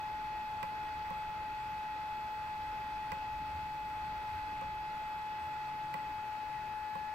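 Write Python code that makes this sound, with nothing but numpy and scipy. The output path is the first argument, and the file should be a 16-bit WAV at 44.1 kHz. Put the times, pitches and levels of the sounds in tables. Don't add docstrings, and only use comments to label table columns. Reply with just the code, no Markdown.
import sys
import numpy as np
from scipy import signal
from scipy.fft import rfft, irfft, next_fast_len
from scipy.io import wavfile
from scipy.ndimage import uniform_filter1d, map_coordinates

SR = 44100
rng = np.random.default_rng(int(sys.argv[2]) if len(sys.argv) > 2 else 0)


def bounce(signal):
    frames = np.transpose(np.atleast_2d(signal))
    limited = np.clip(frames, -1, 1)
    pcm = np.round(limited * 32767).astype(np.int16)
    wavfile.write(sys.argv[1], SR, pcm)


N = 314874


def amp(db):
    return 10 ** (np.asarray(db) / 20)


def unit(x):
    return x / np.sqrt(np.mean(x ** 2) + 1e-20)


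def along(points, hz):
    f, *cols = np.transpose(points)
    return np.array([np.interp(np.log(hz + 1), np.log(f + 1), c) for c in cols])


def curves(rows):
    s, *cols = np.transpose(rows)
    return [np.interp(np.arange(N) / SR, s, c) for c in cols]


def wobble(rate):
    knots = rng.standard_normal(int(N * rate / SR) + 4)
    return map_coordinates(knots, [np.arange(N) * rate / SR])


def filtered(x, response):
    m = next_fast_len(N + 8192)
    hz = np.fft.rfftfreq(m, 1 / SR)
    return irfft(response(rfft(x, m), hz), m)[..., :N]


def pair(z, alike):
    angle = np.arccos(np.clip(alike, -1, 1)) / 2
    shared = np.cos(angle) * z[0]
    opposed = np.sin(angle) * z[1]
    return np.array([shared + opposed, shared - opposed])


def patchy(depth_db):
    z = signal.stft(rng.standard_normal((2, N)), nperseg=512)[2]
    field = rng.standard_normal(z.shape[1:])
    field = uniform_filter1d(field, size=5, axis=0)
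    field = uniform_filter1d(field, size=10, axis=1)
    noise = signal.istft(z * amp(depth_db * unit(field)), nperseg=512)[1]
    return unit(noise[:, :N])


def pose():
    # middle t/s, half-length/s, size (0-1)
    leans = [(1.5, .2, .8), (3.548, 0.46, 1), (6.4, 0.45, 0.9)]
    turn_from_s, turn_to_s = 5.6, 6.9
    t = np.arange(N) / SR
    sway = sum(size * np.exp(-((t - s) / half) ** 2) for s, half, size in leans)
    turn = np.clip((t - turn_from_s) / (turn_to_s - turn_from_s), 0, 1)
    return sway, turn


def fan_tones():
    # t/s, f/Hz
    blade_tone = [(0, 855.2), (.45, 855.9), (.85, 854.55), (1.25, 855.8), (1.65, 855.35), (2.05, 855.6),
                  (2.65, 855.4), (3.65, 856.35), (4.1, 855.1), (4.45, 855.55), (4.9, 855.45),
                  (5.25, 856.05), (5.6, 855.6), (6.05, 855.2), (6.65, 855.3), (6.85, 854.6), (7.14, 854.3)]
    orders = [2, 4, 9, 16, 18, 20, 24, 27, 36, 45, 54, 63, 72]
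    # left level/dB, right level/dB, left lead/rad,
    # change at full sway of left level/dB, right level/dB,
    # change at full turn of left level/dB, right level/dB, left lead/rad
    port_tones = [(-76, -75, 0, 0, 0, 0, 0, 0), (-71, -76, 1.4, 0, 0, 0, 0, 0),
                  (-40, -41.4, -.35, -.2, -.3, 1.8, -3, .2), (-70, -67, 2, 0, 0, 0, 0, 0),
                  (-57, -56.5, 2.85, -3, -5, -6, 4, -1.1), (-65, -66, -2.2, 0, 0, 0, 0, 0),
                  (-80, -73, .4, 0, 0, 0, 0, 0), (-59, -61.5, .95, 2.2, -5, -.3, -1, -.3),
                  (-67.5, -72, 1.4, -.5, -11, -13, .5, 1.3), (-87, -76, -1.6, -4, 3, 13, -9, 1.1),
                  (-90, -83, 3.1, 0, 0, 4, 2.5, 0), (-99, -88, .9, 0, 0, 4, -6, 0),
                  (-99, -91, -2.1, 0, 0, 0, 0, 0)]
    blades = 9
    shaft = 2 * np.pi * np.cumsum(curves(blade_tone)[0]) / SR / blades
    shaft = shaft + .0012 * wobble(25)
    sway, turn = pose()
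    out = np.zeros((2, N))
    for k, row in zip(orders, port_tones):
        l_db, r_db, lead, l_sway, r_sway, l_turn, r_turn, lead_turn = row
        flutter_db = .02 * k * wobble(9)
        left_db = l_db + l_sway * sway + l_turn * turn + flutter_db
        right_db = r_db + r_sway * sway + r_turn * turn + flutter_db
        out[0] += amp(left_db) * np.cos(k * shaft)
        out[1] += amp(right_db) * np.cos(k * shaft - lead - lead_turn * turn)
    return np.sqrt(2) * out


def air():
    # f/Hz, left level/dB per Hz, right level/dB per Hz,
    # likeness (-1 to 1, clipped)
    rush_spectrum = [(160, -87.5, -89, .85), (310, -87.5, -85.5, 0.78), (492, -89, -87.5, 0.48),
                     (875, -76.5, -86.5, 0.91), (870, -75, -78.5, 0.29), (1168, -87.5, -82.5, 0.052),
                     (1328, -81, -80.5, 0.85), (1853, -91.5, -87.5, -0.08), (1887, -84.5, -80, 0.35),
                     (2395, -88, -93, 0.26), (2483, -84, -83.5, 0.8), (2760, -90.5, -94, 0.78),
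                     (4700, -101, -94.5, 0.11), (6520, -112, -109, -1.04)]
    # delay t/s, level/dB
    wall_echoes = [(.0095, -24.5), (.0178, -15.5), (0.0048, -29.5)]
    right_delay_s = 5.5e-5

    def shape(z, hz):
        left_db, right_db, alike = along(rush_spectrum, hz)
        bass_edge = np.minimum(hz / 150, 1) ** 2
        treble_edge = 1 / np.maximum(hz / 6400, 1) ** 3
        echoes = 1 + sum(amp(db) * np.exp(-2j * np.pi * hz * delay) for delay, db in wall_echoes)
        lags = [np.ones(len(hz)), np.exp(-2j * np.pi * hz * right_delay_s)]
        ports = amp([left_db, right_db]) * lags
        return pair(z, alike) * ports * np.sqrt(SR / 2) * bass_edge * treble_edge * echoes

    turn = pose()[1]
    level_db = 0.26 * wobble(3.4) - 1.0 * turn
    return filtered(patchy(depth_db=0.72), shape) * amp(level_db)


def rumble():
    # f/Hz, relative level/dB per Hz
    low_spectrum = [(20, -1), (33, -8.5), (42, 3), (81, 2), (113, -1), (150, -6), (188, -5.5), (219, -24.5),
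                    (260, -11), (340, -39), (570, -120)]
    # t/s, level/dB
    swell = [(0, -57), (.95, -55.5), (1.35, -56), (2.36, -59.5), (3.0, -56.5), (3.38, -52), (3.74, -55),
             (4.5, -53.5), (5.6, -60.5), (7.14, -59)]
    # f/Hz, half-power width/Hz, approximate level/dB before the swell
    far_hums = [(78.8, 4, -68.5), (117, 3.4, -75.5), (142.8, 2.2, -67), (187.8, 4.8, -77),
                (294.2, 3.3, -73)]
    hum_follows = .4

    def low_shape(z, hz):
        return pair(z, 0.99) * amp(along(low_spectrum, hz))

    def hum_shape(z, hz):
        peaks = sum(amp(db) / np.sqrt(w) / np.hypot(1, (2 * (hz - c) / w) ** 2) for c, w, db in far_hums)
        return pair(z, 0.88) * peaks * np.sqrt(SR / 2)

    lumps = amp(0.98 * wobble(2.98)) * rng.standard_normal((2, N))
    low = unit(filtered(lumps, low_shape))
    hums = filtered(rng.standard_normal((2, N)), hum_shape)
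    level_db, = curves(swell)
    hum_swell_db = hum_follows * (level_db - level_db.mean())
    both = amp(level_db) * low + amp(hum_swell_db) * hums
    return both * amp([[-.45], [.45]])


def hiss():
    # f/Hz, left level/dB per Hz, right level/dB per Hz
    capsule_noise = [(3980, -116, -116), (6300, -111, -110), (7300, -110, -108), (15300, -109, -110)]
    return filtered(patchy(depth_db=2.5), lambda z, hz: z * amp(along(capsule_noise, hz)) * np.sqrt(SR / 2))


def ring(modes, t, attack):
    t = np.maximum(t, 0)
    tones = 0
    for hz, db, t60 in modes:
        strength_db = db + rng.normal(0, 1)
        tones = tones + amp(strength_db - 60 * t / t60) * np.sin(2 * np.pi * hz * t)
    return tones * (1 - np.exp(-t / attack))


def key():
    # t/s, snap level/dB, knock level/dB
    strokes = [(.6290, -31, -31.5), (1.1043, -46, -34), (3.1188, -31, -31.5), (4.6125, -50, -36),
               (5.9408, -33, -32), (6.9520, -48, -32.5)]
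    # f/Hz, level/dB, t60/s
    spring_modes = [(1640, -6, .022), (2030, -1, .022), (2400, -3, .022), (2760, -8, .018),
                    (4750, -15, .018), (7900, -18, .01), (13800, -11, .006)]
    # f/Hz, level/dB, t60/s
    case_modes = [(740, -12, .05), (985, 0, .05), (1075, -2, .055), (1300, -15, .04)]
    # f/Hz, level/dB, t60/s
    desk_modes = [(182, -1, .1), (545, 0, .09)]
    lands_s, desk_db = .0026, -39
    crack_db, crack_per_snap = -25, .5
    out, t = np.zeros(N + SR), np.arange(SR // 5) / SR
    landed = t - lands_s
    for s, snap_db, knock_db in strokes:
        crack_level_db = crack_db + crack_per_snap * snap_db
        crack = amp(crack_level_db - 60 * t / .014) * rng.standard_normal(len(t))
        snap = ring(spring_modes, t, .0002) + amp(-5) * ring(spring_modes, landed, .0002)
        case = amp(knock_db) * ring(case_modes, landed, 0.0004)
        desk = amp(desk_db) * ring(desk_modes, landed, 0.0023)
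        out[round(s * SR):][:len(t)] += crack + amp(snap_db) * snap + case + desk
    left_delay_s = .0005
    # f/Hz, level/dB
    shadow = [(200, -1.5), (550, -3), (1000, -9), (2400, -5), (4700, -11), (14000, -13)]

    def shade(z, hz):
        return z * amp(along(shadow, hz)[0]) * np.exp(-2j * np.pi * hz * left_delay_s)

    return np.array([filtered(out[:N], shade), out[:N]])


def workshop(x):
    decay = [(200, 0.32), (2000, 0.16), (10000, 0.24)]  # f/Hz, t60/s
    hz, t, z = signal.stft(rng.standard_normal((2, SR // 3)), SR, nperseg=256)
    fade_db = -60 * t / along(decay, hz).T
    tail = signal.istft(z * amp(fade_db), SR, nperseg=256)[1]
    tail = tail / np.linalg.norm(tail[0])
    delayed = np.pad(x, (400, 0))
    return signal.fftconvolve(delayed[None], tail, axes=1)[:, :N]


def thuds():
    # t/s, level/dB before the rise and decay, f/Hz
    pushes = [(3.11, -40, 76.2), (3.34, -49, 52), (3.529, -39, 76), (4.0, -41, 77), (4.31, -42.5, 84),
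              (4.51, -49, 80.4)]
    out, t = np.zeros(N + SR), np.arange(SR // 3) / SR
    rise = 1 - np.exp(-t / 0.014)
    for s, db, hz in pushes:
        decay = amp(db - 60 * t / 0.35)
        out[round(s * SR):][:len(t)] += decay * rise * np.sin(2 * np.pi * hz * t)
    return out[:N]


def scene():
    clicks = key()
    room = amp(-12) * workshop(clicks[1])
    return fan_tones() + air() + rumble() + thuds() + clicks + room


def record(dry):
    # f/Hz, level/dB
    port_response = [(8300, 0), (8900, -7), (9800, -5), (11500, -0.5), (14000, 0.5)]
    top_hz = 15720

    def response(z, hz):
        return z * amp(along(port_response, hz)[0]) * (hz < top_hz)

    return filtered(dry + hiss(), response)


dry = scene()
out = record(dry)
bounce(out)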